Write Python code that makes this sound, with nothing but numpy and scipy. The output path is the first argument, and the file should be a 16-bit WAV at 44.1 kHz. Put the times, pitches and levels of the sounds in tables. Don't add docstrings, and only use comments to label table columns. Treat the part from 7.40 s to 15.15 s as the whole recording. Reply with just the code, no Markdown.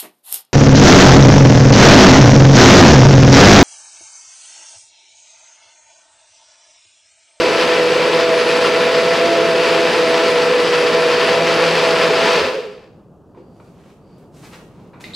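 import sys
import numpy as np
from scipy import signal
from scipy.fft import rfft, irfft, next_fast_len
from scipy.io import wavfile
from scipy.ndimage import uniform_filter1d, minimum_filter1d

SR = 44100
rng = np.random.default_rng(int(sys.argv[2]) if len(sys.argv) > 2 else 0)


def master_out(mix):
    frames = np.transpose(np.atleast_2d(mix))
    ceiling = np.clip(frames, -1, 1)
    pcm = np.round(ceiling * 32767).astype(np.int16)
    wavfile.write(sys.argv[1], SR, pcm)


N = 341775
TIME = np.arange(N) / SR
POWER_OFF_S = 4.95


def undb(db):
    return 10 ** (np.asarray(db) / 20)


def unit(x):
    return x / np.sqrt(np.mean(x ** 2))


def curves(table):
    s, *columns = np.transpose(table)
    return [np.interp(TIME, s, c) for c in columns]


def since(start_s):
    return np.maximum(TIME - start_s, 0)


def walk(rate):
    steps = rng.standard_normal(2 ** 14)
    count = min(int(rate * N / SR) + 2, len(steps))
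    return np.sqrt(3 / 2) * np.interp(TIME, np.arange(count) / rate, steps[:count])


def shaped(x, response):
    size = next_fast_len(len(x) + 8192)
    hz = np.maximum(np.arange(size // 2 + 1) * SR / size, 1)
    return irfft(rfft(x, size) * response(hz), size)[..., :len(x)]


def colour(x, points):
    at, db = np.transpose(points)
    return shaped(x, lambda hz: undb(np.interp(np.log(hz), np.log(at), db)))


def resonance(hz, centre, width):
    return 1 / (1 + 1j * (hz ** 2 - centre ** 2) / (hz * width))


def mode_gain(hz, modes):
    grid = np.geomspace(10, 20000, 2000)
    power = sum(np.abs(undb(db) * resonance(grid, f, w)) ** 2 for f, w, db in modes)
    return np.interp(hz, grid, np.sqrt(power))


def grit(spread_db):
    sizes = undb(spread_db * np.minimum(rng.exponential(size=N // 16 + 1), 4))
    return unit(rng.standard_normal(N) * np.repeat(sizes, 16)[:N])


def swell(start_s, length_s, attack_share=0.51, release_s=0.027):
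    t = TIME - start_s
    attack = np.clip(t / (attack_share * length_s), 0, 1)
    return attack * np.exp(-np.maximum(t - length_s, 0) / release_s)


def room(x, wet_db, t60_s, side_db):
    t = TIME[:SR * 2 // 3]
    fade = undb(-60 * t / t60_s) * (t > .003)
    tail_colour = [(100, -3.5), (5000, -9.5), (15000, 2.5)]
    tails = [colour(rng.standard_normal(len(t)), tail_colour) * fade for _ in range(2)]
    mid, side = (undb(wet_db) * signal.fftconvolve(x, h / np.linalg.norm(h))[:N] for h in tails)
    side_colour = [(150, -24), (500, -3.5), (1200, 3.5), (7000, 5.5), (12000, -17.5)]
    side = undb(side_db) * colour(side, side_colour)
    return (x + mid + np.array([side, -side])) / np.sqrt(1 + undb(2 * wet_db))


def kitchen(db=-48, side_db=-17):
    # f/Hz, level/dB per Hz
    kitchen_spectrum = [(15, -35), (25, -15.5), (86, -6), (176, 1.5), (231, -4), (415, -6), (604, -11),
                        (978, -19), (1090, -20), (1210, -21.5), (2240, -47.5), (2630, -39), (3730, -46),
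                        (6900, -47), (15000, -55)]
    mid, side = (unit(colour(rng.standard_normal(N), kitchen_spectrum)) for _ in range(2))
    return undb(db + .7 * walk(12)) * (mid + undb(side_db) * np.array([side, -side]))


def whistle(centre_hz=4650, width_hz=300):
    # t/s, length/s, level/dB
    whistle_times = [(5.82, .46, -72), (6.59, .18, -68)]
    tone = unit(shaped(rng.standard_normal(N), lambda hz: resonance(hz, centre_hz, width_hz) ** 2))
    return tone * sum(undb(db) * swell(s, length_s) for s, length_s, db in whistle_times)


def handling(hiss_hz=6000, uneven_db=1.0):
    # f/Hz, level/dB per Hz
    rub_colour = [(300, -17.5), (900, 10.5), (2800, 5.5), (4500, 1.5), (8000, -6.5), (11000, -14),
                  (15500, -27)]
    # t/s, length/s, level/dB, extra hiss of a quick light stroke/dB
    stroke_list = [(5.95, 0.043, -58, -8), (6.07, 0.23, -63.5, 6), (6.31, 0.21, -57.5, 0),
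                   (6.58, .25, -63, -4), (6.91, 0.12, -56, 10), (7.03, 0.035, -46, 2),
                   (7.107, 0.047, -43.5, -3), (7.187, 0.29, -63.5, -4), (7.598, 0.022, -46, 7.5),
                   (7.65, .1, -53, -5)]
    rub = unit(colour(grit(spread_db=2.0), rub_colour))
    hiss = shaped(rub, lambda hz: 1 - 1 / (1 + (hz / hiss_hz) ** 4))
    strokes = 0
    for s, length_s, db, hiss_db in stroke_list:
        friction = rub + (undb(hiss_db) - 1) * hiss
        strokes = strokes + undb(db) * swell(s, length_s) * friction
    return strokes * undb(uneven_db * walk(76))


def knocks(scrape_db=-14):
    # t/s, level/dB, spectral centre f/Hz, decay time constant/s
    contacts = [(5.947, -46, 910, .014), (5.972, -36.5, 360, 0.013), (6.2, -44.5, 1150, .007),
                (6.503, -60, 3000, 0.0085), (6.78, -65, 8800, 0.0088), (7.033, -49, 1000, 0.0071),
                (7.533, -47, 1200, 0.044), (7.64, -38, 3060, 0.023)]
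    # f/Hz, width/Hz, level/dB
    cup_modes = [(382, 240, 12), (850, 220, 7), (1350, 170, -7), (1930, 159, 0), (2320, 210, 7),
                 (3760, 420, 3), (4300, 400, -12)]
    out = np.zeros(N)
    t = TIME[:SR // 4]
    for s, db, centre_hz, decay_s in contacts:
        contact = rng.standard_normal(len(t)) * np.exp(-t / decay_s)
        contact = shaped(contact, lambda hz: resonance(hz, centre_hz, centre_hz) ** 2)
        ring = shaped(contact, lambda hz: undb(scrape_db) + sum(
            undb(g) * resonance(hz, f, w) for f, w, g in cup_modes))
        ring = undb(db) * ring / np.std(ring[:SR // 100])
        start = int(s * SR)
        out[start:start + len(t)] += ring[:N - start]
    return out


def squeak(overtone_db=-20, rough=0.057):
    # t/s, slip rate f/Hz, level/dB
    slips = [
        [(7.640, 1990, -43), (7.642, 2080, -29), (7.645, 2100, -41.5), (7.655, 2080, -49)],
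        [(7.733, 3300, -55), (7.736, 3680, -33), (7.74, 4030, -38), (7.746, 4230, -30), (7.75, 4050, -27)],
    ]
    out = 0
    for slip in slips:
        hz, db = curves(slip)
        phase = 2 * np.pi * np.cumsum(hz * (1 + rough * walk(1500))) / SR
        slipping = (TIME > slip[0][0]) & (TIME < slip[-1][0])
        tone = np.sin(phase) + undb(overtone_db) * np.sin(2 * phase)
        out = out + np.sqrt(2) * undb(db) * slipping * tone
    return out


def jolt(at_s=5.04, db=-37, thud_hz=85, length_s=.03):
    return undb(db) * np.exp(-((TIME - at_s) / length_s) ** 2) * np.sin(2 * np.pi * thud_hz * TIME)


def shudder(angle, wobble=0.73, fall_db_per_s=48, onset_s=0.025):
    # f/Hz, width/Hz, level/dB
    base_modes = [(428, 38, -3.5), (516, 39, 0.5)]
    # multiple of the shaft speed, level/dB
    shake_orders = [(3, -17), (4, -14.5), (5, -12), (6, -21.5), (7, -24)]
    coasting = since(POWER_OFF_S)
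    shake = sum(undb(db) * np.sin(k * angle + wobble * walk(60)) for k, db in shake_orders)
    shake = np.sqrt(2) * shake * np.minimum(coasting / onset_s, 1) * undb(-fall_db_per_s * coasting)
    return shaped(shake, lambda hz: sum(
        undb(db) * np.abs(resonance(hz, f, w)) ** 2 for f, w, db in base_modes))


def shaft_speed(flutter=.0035, coast_s=.5):
    # t/s, turns per second f/Hz
    speed_points = [(0.0, 166.3), (0.25, 165.0), (0.75, 164.2), (1.0, 162.9), (1.45, 163), (1.7, 164.3),
                    (1.9, 167.6), (2.05, 165), (2.42, 165.3), (2.72, 163.7), (3.1, 163.4), (3.38, 162.2),
                    (3.68, 162.1), (4.15, 166.2), (4.6, 162.8), (4.95, 164.5)]
    speed, = curves(speed_points)
    return speed * np.exp(-since(POWER_OFF_S) / coast_s) * (1 + flutter * walk(28))


def brushes(angle, depth=0.77, chatter=0.36, throb_db=1.5, hum_db=-50, overtone_db=-45):
    # multiple of the shaft speed, level/dB
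    whine_orders = [(12, -34), (24, -46), (36, -47.5), (48, -51), (60, -50), (72, -66), (84, -73)]
    half_waves = 2 * np.pi * 120 * TIME
    whine = sum(undb(db + throb_db * walk(25)) * np.sin(k * angle + chatter * walk(90))
                for k, db in whine_orders)
    hum = undb(hum_db) * np.sin(half_waves) + undb(overtone_db) * np.sin(2 * half_waves)
    powered = np.clip((POWER_OFF_S - TIME) / .04 + 1, 0, 1)
    return powered * (whine * (1 + depth * np.cos(half_waves)) + np.sqrt(2) * hum)


def rotor(angle, speed, throb_db=0.66, slosh=.24, trim_db=-2.0, blade_waver_db=1.5,
          swirl_hz=4.5, smear=0.68, coast_fade_s=0.045, usual_hz=164):
    # multiple of the shaft speed, level at the usual speed/dB, slope/dB per Hz faster,
    # change under a full grip/dB, waver/dB
    hum_orders = [(1, -38.5, 0, 7, 2.5), (2, -31.5, 1.16, -3, 2.1), (3, -17.5, -0.52, -1.5, 1.05)]
    # multiple of the shaft speed, level/dB
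    shaft_orders = [(5, -45), (6, -45.5), (8, -40.5), (9, -51.5), (10, -40.5), (14, -40), (18, -45.5)]
    # t/s, grip (0-1)
    grip_points = [(3.6, 0.01), (3.95, 0.99), (4.58, 0.95), (4.75, 0.6)]
    # t/s, level/dB
    blade_levels = [(0, -27), (.7, -31.5), (.9, -20.5), (1.25, -28), (1.62, -21), (2.42, -21.5),
                    (2.56, -31.5), (2.68, -20.5), (3.07, -25.5), (3.22, -32), (3.6, -26), (4.05, -23.5),
                    (4.25, -28), (4.8, -15.5), (4.95, -21.5)]
    grip, = curves(grip_points)
    blade_db, = curves(blade_levels)
    faster_hz = np.clip(speed - usual_hz, -3, 3)
    hum = [(k, db + per_hz * faster_hz + grip_db * grip + waver_db * walk(12))
           for k, db, per_hz, grip_db, waver_db in hum_orders]
    out = 0
    for k, db in hum + shaft_orders:
        out = out + undb(db + throb_db * walk(30)) * np.sin(k * angle + slosh * walk(40))
    swirl = 2 * np.pi * swirl_hz * TIME + smear * walk(35)
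    out = out + undb(blade_db + blade_waver_db * walk(16)) * np.sin(4 * angle + swirl)
    return np.sqrt(2) * undb(trim_db) * out * np.exp(-since(POWER_OFF_S) / coast_fade_s)


def churning(fall_db_per_s=87):
    # t/s, level/dB
    churn_levels = [(0, -18.5), (3.3, -18.5), (4.3, -16.5), (4.86, -13), (5.01, -15)]
    churn_db, = curves(churn_levels)
    return churn_db - fall_db_per_s * since(churn_levels[-1][0])


def liquid(angle, roar_db=-1.16, rumble_db=-3, per_turn=.06, surge_db=1.03, rumble_slope=0.77):
    # f/Hz, level/dB per Hz
    roar_spectrum = [(440, -32), (760, -2.5), (980, 2.5), (1180, -2.5), (1550, -2), (2200, -3.5),
                     (2950, -4), (3600, -7), (4800, -10), (5500, -15), (9000, -29.5), (10800, -37.5),
                     (15500, -44)]
    # f/Hz, width/Hz, level/dB
    ring_modes = [(1020, 130, -12), (1328, 55, -2), (1756, 80, -5.5), (2386, 45, -5), (2550, 140, -4.5),
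                  (2730, 37, -5.5), (4534, 120, -3), (5060, 160, -3.5)]
    # f/Hz, width/Hz, level/dB
    body_modes = [(175.4, 22, -12), (241, 20, -13), (285, 10, -9.5), (367, 48, -8), (420, 23, -2),
                  (437.4, 37, -1), (509.3, 34, 2), (652, 39, -6)]
    churn_db = churning()
    fade_out = np.clip((5.75 - TIME) / .15, 0, 1)
    surge = undb(surge_db * walk(35)) * (1 + per_turn * np.cos(angle))
    roar = colour(grit(spread_db=2.0) * surge, roar_spectrum)
    roar = unit(shaped(roar, lambda hz: np.hypot(1, 2 * mode_gain(hz, ring_modes))))
    roar = roar * undb(churn_db + roar_db)
    eddies = rng.standard_normal(N)
    eddies = unit(shaped(eddies, lambda hz: mode_gain(hz, body_modes) / (1 + (hz / 1800) ** 2)))
    eddy_db = churn_db[0] + rumble_slope * (churn_db - churn_db[0])
    rumble = eddies * undb(eddy_db + rumble_db)
    return roar * fade_out, rumble * fade_out


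def scene(roar_pan_db=1.1, hum_pan_db=-0.66):
    speed = shaft_speed()
    angle = 2 * np.pi * np.cumsum(speed) / SR
    roar, rumble = liquid(angle)
    sides = np.array([[1], [-1]]) / 2
    bright = room(roar + brushes(angle), wet_db=-2, t60_s=.42, side_db=-7.0)
    bright = bright * undb(roar_pan_db * sides)
    low = rotor(angle, speed) + rumble + shudder(angle) + jolt()
    low = room(low, wet_db=-14.5, t60_s=0.34, side_db=7.5) * undb(hum_pan_db * sides)
    hands = knocks() + handling() + squeak() + whistle()
    hands = room(hands, wet_db=5.5, t60_s=0.52, side_db=-7.5)
    return bright + low + hands + kitchen()


def record(dry, target_db=-13.0, release_db_per_s=2.5, ceiling=.78, top_hz=15700):
    power = uniform_filter1d(np.mean(dry ** 2, axis=0), SR // 4)
    recovery = release_db_per_s * TIME
    held_db = np.maximum.accumulate(10 * np.log10(power + 1e-12) + recovery) - recovery
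    out = dry * undb(target_db - held_db)
    headroom = ceiling / np.maximum(np.abs(out).max(axis=0), ceiling)
    out = out * uniform_filter1d(minimum_filter1d(headroom, size=200), size=200)
    return signal.sosfilt(signal.ellip(10, .2, 80, top_hz, fs=SR, output="sos"), out)


dry = scene()
out = record(dry)
master_out(out)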